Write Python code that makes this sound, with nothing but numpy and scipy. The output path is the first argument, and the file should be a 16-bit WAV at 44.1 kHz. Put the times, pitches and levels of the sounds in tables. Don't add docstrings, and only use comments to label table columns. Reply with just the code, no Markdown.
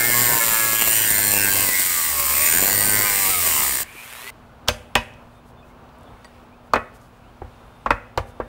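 import sys
import numpy as np
from scipy import signal
from scipy.fft import rfft, irfft, next_fast_len
from scipy.io import wavfile
from scipy.ndimage import uniform_filter1d

SR = 44100
rng = np.random.default_rng(int(sys.argv[2]) if len(sys.argv) > 2 else 0)


def volts_from_db(level):
    exponent = np.asarray(level, float) / 20
    return 10 ** exponent


def int16_out(signal):
    q = np.round(np.clip(np.atleast_2d(signal).T, -1, 1) * 32767)
    wavfile.write(sys.argv[1], SR, q.astype(np.int16))


N = 373951
T = np.arange(N) / SR
LIFT_S, SPLICE_S = 3.835, 4.304
EDGE_S = 0.024


def level(x, db):
    return x * volts_from_db(db) / np.sqrt(np.mean(x[x != 0] ** 2))


def band(x, lo_hz, hi_hz):
    sos = signal.butter(2, [lo_hz, min(hi_hz, .45 * SR)], "bandpass", fs=SR, output="sos")
    return signal.sosfilt(sos, x)


def even(x):
    return x / np.sqrt(uniform_filter1d(x ** 2, size=2400) + 1e-12)


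def colour(x, points, peaks=()):
    n = next_fast_len(len(x))
    f = np.maximum(np.arange(n // 2 + 1) * SR / n, 1)
    point_hz, point_db = np.transpose(points)
    db = np.interp(np.log(f), np.log(point_hz), point_db)
    db = db + sum(g / (1 + (2 * (f - hz) / w) ** 2) for hz, w, g in peaks)
    return irfft(rfft(x, n) * volts_from_db(db), n)[:len(x)]


def columns(table):
    s, *cols = np.transpose(table)
    return [np.interp(T, s, c) for c in cols]


def fade(t60):
    return np.exp(-np.log(1000) * T[:SR // 2] / t60)


def add(out, s, x):
    i = int(s * SR)
    out[i:i + len(x)] += x[:N - i]


def walk(rate):
    k = int(SR / rate)
    steps = np.repeat(rng.standard_normal(N // k + 1), k)
    return 2.11 * uniform_filter1d(uniform_filter1d(steps, k), k)[:N]


def spells(rows):
    return sum(h * np.clip(np.minimum(T - a, b - T) / EDGE_S + .5, 0, 1) for a, b, h in rows)


def freed(x, start, end, hz, width):
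    out = np.zeros(N)
    part = slice(max(int((start - EDGE_S) * SR), 0), int((end + EDGE_S) * SR))
    out[part] = even(band(x[part], hz - width, hz + width))
    return out * spells([(start, end, 1)])


def modes(table, chance, spread_db):
    t, x = T[:SR // 2], 0
    for (hz, db, t60), (a, b) in zip(table, chance):
        x = x + volts_from_db(db + spread_db * a) * fade(t60) * np.sin(2 * np.pi * hz * (1 + 0.0082 * b) * t)
    return x / np.abs(x).max()


def room(x, wet_db):
    # pitch in Hz, time to die away by 60 dB in seconds.
    tail_times = [(125, 0.94), (250, 0.055), (500, 0.5), (1000, 0.21), (2000, 0.49), (4000, 0.15),
                  (8000, 0.096), (15000, 0.046)]
    tail = sum(band(rng.standard_normal(SR // 2), hz / 1.48, hz * 1.445) * fade(t60) for hz, t60 in tail_times)
    tail = tail * (1 - np.exp(-T[:SR // 2] / 0.0055))
    return x + volts_from_db(wet_db) * signal.fftconvolve(x, tail / np.sqrt(np.sum(tail ** 2)))[:N]


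def rim(turns, keep, count):
    keep = np.clip(keep, 0, .99)
    fresh = rng.standard_normal((1200, count))
    wear = signal.lfilter([np.sqrt(1 - keep ** 2)], [1, -keep], fresh, axis=0)[40:]
    return np.interp(turns * count, np.arange(wear.size), wear.ravel())


def disc_bite(turns):
    # time in seconds, once-a-turn swing, twice-a-turn swing of the contact.
    wobble = [(0, .95, .05), (.3, .8, .1), (.65, .25, .45), (.8, .75, .3), (1.05, .45, .3), (1.25, .5, .45),
              (1.35, .85, .15), (1.55, .7, .1), (1.65, .3, .25), (2.15, .12, .12), (2.45, .2, .25),
              (2.55, .85, .25), (2.85, 1., .25), (3.15, .15, .35), (3.83, .2, .2)]
    once, twice = columns(wobble)
    press = once * np.cos(2 * np.pi * turns) + twice * np.sin(4 * np.pi * turns)
    press = press + .24 * rim(turns, 0.38, count=6)
    return 1 + np.tanh(press + 0.45) + 0.19 * np.exp(np.minimum(press, 2))


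def edge_grit(turns):
    grit = level(rim(turns, .95, count=512), 0)
    pulse = np.exp(60 * (np.cos(2 * np.pi * turns) - 1)) ** 22
    strike = pulse * volts_from_db(1.7 * rim(turns, 0.51, count=1))
    return grit + level(strike - strike.mean(), -3)


def disc_and_bolt(x):
    # pitch in Hz, level in dB per Hz.
    smooth = [(300, -37.5), (600, -25), (1100, -2), (1450, -3.5), (2100, -1.5), (2600, -8), (3600, -13),
              (6400, -10), (6900, -5), (9500, -12.5), (11000, -12.5), (12200, -6), (12500, -2), (16000, -4)]
    # pitch in Hz, width in Hz, height in dB.
    bumps = [(1760, 900, 6.5), (2174, 150, 6.5), (2836, 200, 1), (4110, 150, 3), (4870, 110, 5),
             (5790, 450, 7), (7080, 330, 2.5), (7940, 1100, 6), (9030, 960, 12), (10230, 250, 5.5),
             (12780, 300, 1), (12150, 400, -3), (13050, 150, -4), (13240, 100, 1), (13920, 600, 3),
             (14600, 400, -3.5), (15300, 700, 5)]
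    return colour(x, smooth, bumps)


def disc_hiss(bite, grit, fresh, hiss_db):
    # start in seconds, end in seconds, pitch in Hz, level in dB over the hiss.
    swells = [
        (.1, 1.35, 7450, -18),
        (2.45, 2.75, 7200, -13),
        (.9, 1.35, 8950, -12),
        (2.4, 2.6, 8950, -12),
        (2.75, 2.95, 8950, -9),
        (.8, 1.35, 14000, -13),
        (.1, 1.35, 12700, -15),
        (2.25, 3.05, 13950, -11),
        (.15, .35, 13400, -12),
    ]
    out = volts_from_db(hiss_db) * even(band(disc_and_bolt(bite * (fresh + 0.6 * grit)), 4180, 26000))
    for a, b, hz, db in swells:
        out = out + volts_from_db(hiss_db + db) * freed(bite * (fresh + grit), a, b, hz, 292)
    return out


def ringing_body(bite, grit, fresh, hiss_db, housing_db, bolt_db):
    body = disc_and_bolt(bite ** 0.29 * (grit + .15 * fresh))
    out = np.zeros(N)
    for lo, hi, db in [(550, 1650, housing_db), (1400, 2600, bolt_db), (2300, 3700, -11.5)]:
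        out = out + volts_from_db(hiss_db + db + walk(7.94)) * even(band(body, lo, hi))
    rasp = disc_and_bolt(bite ** 0.4 * (1.2 * grit + 0.65 * fresh))
    return out + volts_from_db(hiss_db - 9.5) * even(band(rasp, 3060, 5790))


def scrapes_and_singing(bite, grit, hiss_db):
    # start in seconds, end in seconds, pitch in Hz, level in dB over the hiss.
    scrapes = [(0, .4, 1780, -20), (0, .55, 2130, -18), (.75, .86, 3200, -13), (1.0, 1.07, 3050, -12),
               (.9, 1., 3150, -16), (1.33, 1.46, 2750, -12), (1.52, 1.65, 3000, -19),
               (1.72, 1.97, 2080, -15), (2.02, 2.12, 2100, -15), (2.33, 2.5, 2550, -14),
               (2.36, 2.58, 2100, -14), (2.48, 2.6, 1720, -14), (3.05, 3.3, 2150, -18),
               (3.42, 3.8, 2100, -17), (3.5, 3.62, 3050, -21)]
    # start in seconds, end in seconds, pitch in Hz, level in dB.
    sings = [
        (.92, 1.06, 5900, -35.5),
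        (1.14, 1.34, 4170, -36),
        (1.36, 1.43, 5200, -35),
        (2.7, 3.1, 4600, -38),
    ]
    out = np.zeros(N)
    for a, b, hz, db in scrapes:
        out = out + volts_from_db(hiss_db + db) * freed(grit, a, b, hz, hz * .09)
    for a, b, hz, db in sings:
        out = out + volts_from_db(db) * freed(bite * grit, a, b, hz, 144)
    return out


def motor_whine(bite, turns):
    # start in seconds, end in seconds, multiple of shaft speed, level in dB.
    locks = [(0, .15, 18, -27), (.1, .3, 17, -25), (0, .27, 14, -30), (.14, .4, 9, -31), (.27, .4, 8, -30),
             (.4, 1.04, 15, -28), (.75, .95, 19, -33), (.4, .75, 12, -36), (.45, .75, 10, -36),
             (.75, 1.05, 27, -33), (.9, 1.05, 23, -33), (1.3, 1.45, 27, -33), (1.3, 1.45, 25, -34),
             (1.73, 1.84, 23, -30), (1.73, 1.84, 21, -32), (1.85, 2.05, 14, -33), (.38, .56, 19, -30),
             (.4, .75, 5, -41), (1.1, 1.42, 17, -31), (1.1, 1.3, 20, -32), (1.55, 1.75, 21, -32),
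             (.6, .9, 20, -33), (1.9, 2.52, 15, -40), (2.1, 2.5, 8, -42), (2.8, 3.3, 12, -38),
             (2.8, 3.3, 10, -38), (2.7, 2.9, 18, -34), (3.05, 3.3, 23, -34), (2.7, 3.05, 19, -31),
             (2.85, 3.05, 21, -32), (3.1, 3.5, 8, -40), (3.3, 3.6, 14, -33)]
    tones = sum(spells([(a, b, volts_from_db(db))]) * np.sin(2 * np.pi * k * turns) for a, b, k, db in locks)
    return volts_from_db(2 * walk(25) - 3.0) * bite ** .5 * tones


def cutting():
    # time in seconds, shaft speed in Hz, pressure as hiss level in dB.
    shaft = [(0, 117, -17.5), (.23, 121.8, -16), (.39, 115.2, -17), (.61, 111.7, -18.5), (.98, 110.7, -16),
             (1.14, 103.7, -17), (1.63, 98.4, -17), (1.71, 93.8, -19), (1.83, 92.63, -17.5),
             (2.13, 73.87, -20), (2.3, 69.2, -17.5), (2.51, 78.75, -15.5), (2.62, 95.8, -16.5),
             (2.8, 102.3, -18.5), (3.0, 104.1, -17), (3.31, 94.24, -18), (3.63, 68.93, -18),
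             (3.83, 61.06, -22.5)]
    # start in seconds, end in seconds, extra unbalance in dB, extra rattle in dB.
    bounces = [
        (0, .38, 9, 5),
        (1.12, 1.65, 8, 3),
        (.62, 1.1, 6, 1),
        (1.75, 2.1, 2, -5),
        (2.1, 2.48, 9, -3),
        (2.54, 3.06, 12, 5),
        (3.2, 3.8, 6, -1),
    ]
    # time in seconds, size in dB.
    jumps = [(.19, 2), (.33, 2), (.55, 1), (.73, 5.5), (.82, 7), (.88, 6.5), (1.11, 5), (1.34, 5),
             (1.37, 5), (1.45, 2.5), (1.69, 5.5), (1.8, 4.5), (2.2, 7), (2.63, 5), (2.68, 3.5), (3.25, 3),
             (3.3, 4), (3.47, 4)]
    hz, hiss_db = columns(shaft)
    swing_db = spells([(a, b, u) for a, b, u, r in bounces])
    jump_db = sum(db * np.exp(-((T - s) / 0.0072) ** 2) for s, db in jumps)
    hiss_db = hiss_db + 0.55 * jump_db + 0.45 * walk(12)
    shake_db = hiss_db - 18.5 + spells([(a, b, r) for a, b, u, r in bounces]) + jump_db
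    housing_db = -10 + 0.08 * jump_db + 2 * np.log2(120 / hz)
    turns = np.cumsum(hz) / SR
    turns = turns + .0012 * (3 + walk(45))
    bite, grit, fresh = disc_bite(turns), edge_grit(turns), rng.standard_normal(N)
    out = disc_hiss(bite, grit, fresh, hiss_db)
    out = out + ringing_body(bite, grit, fresh, hiss_db, housing_db, -6 + 0.13 * swing_db)
    out = out + scrapes_and_singing(bite, grit, hiss_db) + motor_whine(bite, turns)
    rattle = bite * (grit + 3.1 * fresh * volts_from_db(3.8 * walk(25.49)))
    out = out + volts_from_db(shake_db) * even(band(rattle, 87, 1000))
    out = out + volts_from_db(shake_db - 13.0) * level(band(fresh, 15, 48), 0)
    out = out + volts_from_db(hiss_db - 27 + swing_db + walk(15)) * np.sin(2 * np.pi * turns)
    return out * np.clip((LIFT_S - T) / 0.0031, 0, 1)


def shop():
    # pitch in Hz, level in dB per Hz.
    tone = [(12, -48), (20, -8), (49, 1.5), (113, -2.5), (187, -8.5), (241, -8), (337, -12), (434, -11),
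            (678, -10.5), (873, -11.5), (1400, -15.5), (1960, -25), (2600, -23.5), (6010, -37),
            (16000, -43)]
    # pitch in Hz, level in dB.
    hums = [(59.5, -70), (120, -60), (241, -56.5), (15633, -82)]
    low, high = (colour(rng.standard_normal(N), tone) for _ in range(2))
    high = band(high, 1505, 19000) * volts_from_db(0.74 * walk(5.9))
    low = (low - band(low, 1100, 19000)) * volts_from_db(.6 * walk(6.6) + .7 * walk(14.0))
    hum = sum(volts_from_db(db + walk(3.4)) * np.sqrt(2) * np.sin(2 * np.pi * hz * T) for hz, db in hums)
    return level(low + high, -46.8) + hum


def jolt():
    out = np.zeros(N)
    add(out, 3.75, volts_from_db(2.5) * band(rng.standard_normal(SR // 2) * fade(0.027), 8500, 9000))
    return out


def spinning():
    # time in seconds, level in dB.
    air = [(3.86, -46), (3.94, -43), (3.984, -40), (4.102, -39), (4.299, -37)]
    # time in seconds, shaft speed in Hz.
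    speed = [(3.84, 62), (4.05, 97), (4.12, 110), (4.2, 120), (4.25, 128), (4.3, 137)]
    # pitch in Hz, level in dB per Hz.
    smooth = [(59, -63), (100, -32), (255, -43), (406, -14), (583, -13), (676, -8), (784, -11), (930, -7),
              (1550, -8.5), (2420, -5.5), (4870, -19), (14400, -16.5), (16000, -24)]
    # pitch in Hz, width in Hz, height in dB.
    bumps = [(6260, 1520, -0.5), (8900, 3000, 4), (14600, 400, 5)]
    # time in seconds, pitch in Hz, level in dB.
    housing = [(3.85, 2228, -56), (3.89, 2336, -38.5), (3.93, 2370, -52), (3.99, 2380, -38),
               (4.04, 2480, -42), (4.06, 2440, -70)]
    # multiple of shaft speed, level in dB at full speed, growth with speed.
    whines = [(15, -41, 4), (33, -50, 1), (45, -52, 5), (29, -54, 4)]
    spark_hz = 120
    (air_db,), (hz,), (ring_hz, ring_db) = columns(air), columns(speed), columns(housing)
    turns, on = np.cumsum(hz) / SR, (T > LIFT_S) * (T < SPLICE_S)
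    sparks = np.zeros(N)
    at = (np.arange(LIFT_S, SPLICE_S, 1 / spark_hz) * SR).astype(int)
    sparks[at] = volts_from_db(4.6 * rng.standard_normal(len(at))) * np.clip((T[at] - 3.9) / 0.16, .2, 1)
    gate = signal.lfilter([1], [1, -np.exp(-1 / (.0009 * SR))], sparks)
    gusts = rng.standard_normal(N) * on * (.65 + gate)
    out = volts_from_db(air_db) * level(on * colour(gusts, smooth, bumps), -0.65)
    flutter = 1 + 1.2 * np.cos(2 * np.pi * spark_hz * T)
    ring = volts_from_db(ring_db) * flutter * np.sin(2 * np.pi * np.cumsum(ring_hz) / SR)
    out = out + ring * volts_from_db(2 * walk(30))
    for k, db, grow in whines:
        out = out + volts_from_db(db + 2 * walk(12)) * (hz / 137) ** grow * np.sin(2 * np.pi * k * turns)
    return on * out


def fidgets():
    # time in seconds, level in dB, pitch in Hz.
    ticks = [
        (3.95, -47.5, 380),
        (5.083, -70, 11000),
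        (5.137, -62, 5000),
        (5.89, -64, 3300),
        (5.985, -67.5, 10000),
        (6.01, -67, 8700),
        (6.032, -65.5, 9000),
        (7.015, -64.5, 7100),
    ]
    # middle in seconds, length in seconds, level in dB.
    rustles = [
        (5.35, 0.085, -75),
        (5.485, .06, -68),
        (5.684, 0.067, -71),
        (6.671, .05, -74),
        (6.958, 0.035, -62),
        (7.039, 0.09, -68),
        (7.167, .08, -75),
        (8.289, 0.048, -64),
    ]
    out = np.zeros(N)
    for s, db, hz in ticks:
        add(out, s, level(band(rng.standard_normal(SR // 2) * fade(0.017), hz * 0.72, hz * 1.34), db - 15.5))
    for s, length, db in rustles:
        n = int(2 * length * SR)
        add(out, s - length, level(np.hanning(n) * band(rng.standard_normal(n), 2500, 13500), db))
    return out


def pings():
    # time in seconds, pitch in Hz, level in dB, time to die away by 60 dB in seconds.
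    lone_modes = [(4.24, 400, -44.5, .2), (4.955, 1860, -17, 0.06), (4.955, 2530, -15, .165),
                  (4.955, 2940, -25, .17), (4.955, 2830, -24, .1), (4.955, 1954, -25, .1),
                  (4.955, 1007, -22, .17), (4.955, 5319, -33, .13), (4.955, 3521, -33, .14),
                  (4.955, 3887, -36, .18), (4.955, 4640, -38, .15), (4.955, 4790, -38, .15),
                  (4.954, 3700, -14, .016), (4.954, 5100, -16, .016), (4.955, 6385, -36, .12),
                  (4.686, 2536, -25, .16), (4.686, 4867, -36, .18), (4.686, 6304, -31, .15),
                  (4.686, 10290, -46, .11), (7.906, 490, -22, .12), (6.76, 1943, -27, .15),
                  (6.76, 2514, -34, .2), (6.737, 2520, -24, .1), (6.76, 1104, -19, .13),
                  (6.76, 1281, -28, .25), (6.76, 1475, -25, .09), (7.907, 1001, -19, .085),
                  (7.907, 1109, -20, .1), (7.907, 1297, -30, .25), (7.862, 1114, -24, .07),
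                  (7.862, 1378, -25, .05), (7.862, 877, -27, .09), (7.906, 1943, -25, .1),
                  (4.956, 950, -20, .15), (6.246, 1100, -42, .07), (6.247, 1900, -41, .07),
                  (6.248, 4650, -43, .05), (6.249, 8800, -49, .05), (6.249, 7900, -50, .04),
                  (8.402, 12500, -52, .02), (6.736, 4300, -19, .02), (7.907, 2530, -24, .095),
                  (7.907, 2525, -42, .35), (8.177, 3050, -27, 0.03), (8.177, 530, -14, .06),
                  (8.177, 1500, -20, .04), (8.402, 520, -21, .04), (7.418, 360, -30, .06),
                  (7.418, 800, -30, .04), (4.686, 450, -24, .06)]
    out, t = np.zeros(N), T[:SR // 2]
    for s, hz, db, t60 in lone_modes:
        add(out, s, volts_from_db(db) * fade(t60) * (1 - np.exp(-t / .0004)) * np.sin(2 * np.pi * hz * t))
    return out * volts_from_db(1.3 * walk(150))


def tip_crack(crack):
    tip = band(crack * (fade(0.0079) + 0.24 * fade(0.045)), 3200, 8770)
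    tip = tip + 0.09 * band(crack * fade(0.12), 2700, 6500)
    tip = tip + 0.021 * band(crack * fade(0.38), 3500, 11000)
    return tip + volts_from_db(-11.5) * band(crack * fade(0.028), 8000, 17000)


def knocks():
    # time in seconds, peak in dB, pitch of the blow in Hz, thump and tip crack in dB over the peak.
    slips = [(4.676, -21, 1210, -30, -5), (4.6808, -25, 1490, -29, 8), (4.684, -2.5, 3330, -15.5, 1),
             (4.953, -1.5, 2840, -18, -3), (4.969, -16.5, 2560, -27, -18), (6.245, -37, 1910, -27, -1),
             (6.735, 0, 1110, -25.5, -15.5), (6.757, -6.5, 1240, -23, -19), (7.417, -25, 468, -3, -51.5),
             (7.445, -38, 500, -1, -35), (7.86, -9, 1100, -19.5, -22.5), (7.905, -1.5, 1180, -19.5, -17),
             (8.175, -9, 900, -8.5, -8), (8.4, -13, 590, -15, -35)]
    # pitch in Hz, level in dB, time to die away by 60 dB in seconds.
    rings = [(230, 9, 0.18), (500, 6.5, 0.13), (616, 10.5, 0.077), (741, -14, 0.11), (790, -10, 0.42),
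             (970, -21, 0.22), (1100, -2, 0.069), (1169, -16, 0.1), (1564, 6, .06), (1874, -7, 0.04),
             (1786, -2.5, 0.18), (2680, -29, 0.051)]
    # pitch in Hz, level in dB, time to die away by 60 dB in seconds.
    legs = [(46.3, -9, 0.2), (76, -4.5, 0.12), (103.7, -8, 0.14)]
    out, t = np.zeros(N), T[:SR // 2]
    blow_s = .001
    for s, peak_db, hz, thump_db, tip_db in slips:
        crack, chance = rng.standard_normal(len(t)), rng.standard_normal((len(rings), 2))
        half_s = min(blow_s, .0002 + .8 / hz)
        blow = np.exp(-((t - .0019) / half_s) ** 2) * np.sin(2 * np.pi * hz * t)
        rattle = band(band(crack * fade(0.066), 350, 1100 + hz), 100, 1500 + 0.14 * hz)
        near = [(f, g - 5.5 * abs(np.log2(f / np.minimum(hz, 1500))), d) for f, g, d in rings]
        body = volts_from_db(-0.5) * rattle / np.abs(rattle).max() + volts_from_db(-6.5) * modes(near, chance, 3.7)
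        body = body * (1 - np.exp(-(t / (3 * blow_s)) ** 2))
        x = blow + (body + volts_from_db(tip_db) * tip_crack(crack)) * (1 - np.exp(-(t / 0.00036) ** 2))
        thump = modes(legs, chance, 3.7) * (1 - np.exp(-t / 0.013))
        add(out, s, volts_from_db(peak_db) * (x + volts_from_db(thump_db + 10.0) * thump))
    return out


def outdoors():
    # start in seconds, length in seconds, first and last pitch in Hz, level in dB.
    chirps = [
        (5.556, 0.076, 3580, 3490, -59),
        (5.62, 0.031, 2450, 2600, -53),
        (5.69, .04, 2060, 2250, -57),
        (5.91, 0.058, 4900, 4530, -70),
        (6.04, .08, 3680, 3050, -61),
        (6.125, 0.016, 2290, 2230, -61.5),
        (6.155, .03, 2170, 2100, -57.5),
        (6.5, 0.067, 2145, 2740, -56),
        (7.2, 0.12, 2100, 3460, -60),
    ]
    # start in seconds, end in seconds.
    trills = [
        (5.33, 5.4),
        (4.87, 4.94),
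        (6.0, 6.3),
        (6.8, 6.9),
        (7.5, 7.9),
        (8.2, 9.9),
    ]
    # pitch in Hz, level in dB.
    trill_lines = [(3620, -68), (8150, -75), (11200, -77)]
    out = np.zeros(N)
    for s, length, hz0, hz1, db in chirps:
        n = int(length * SR)
        glide = np.cumsum(np.linspace(hz0, hz1, n)) / SR
        add(out, s, volts_from_db(db) * np.hanning(n) * np.sin(2 * np.pi * glide))
    on = uniform_filter1d(sum((T > a) & (T < b) for a, b in trills) * 1., size=2000)
    return out + on * sum(volts_from_db(db + 1.8 * walk(30)) * np.sin(2 * np.pi * hz * T) for hz, db in trill_lines)


def scene():
    first = (room(cutting() + jolt(), -17) + spinning()) * (T < SPLICE_S)
    tone = shop() * np.where(T < SPLICE_S, volts_from_db(-4.5), 1)
    return (first + room(knocks() + pings() + outdoors(), -20.5) + fidgets() + tone)[None]


def roll_off(x):
    return signal.sosfilt(signal.butter(12, 16690, fs=SR, output="sos"), x)


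def record(dry):
    top = signal.ellip(14, .2, 75, 15740, fs=SR, output="sos")
    return roll_off(signal.sosfilt(top, np.clip(dry, -.98, .98)))


dry = scene()
out = record(dry)
int16_out(out)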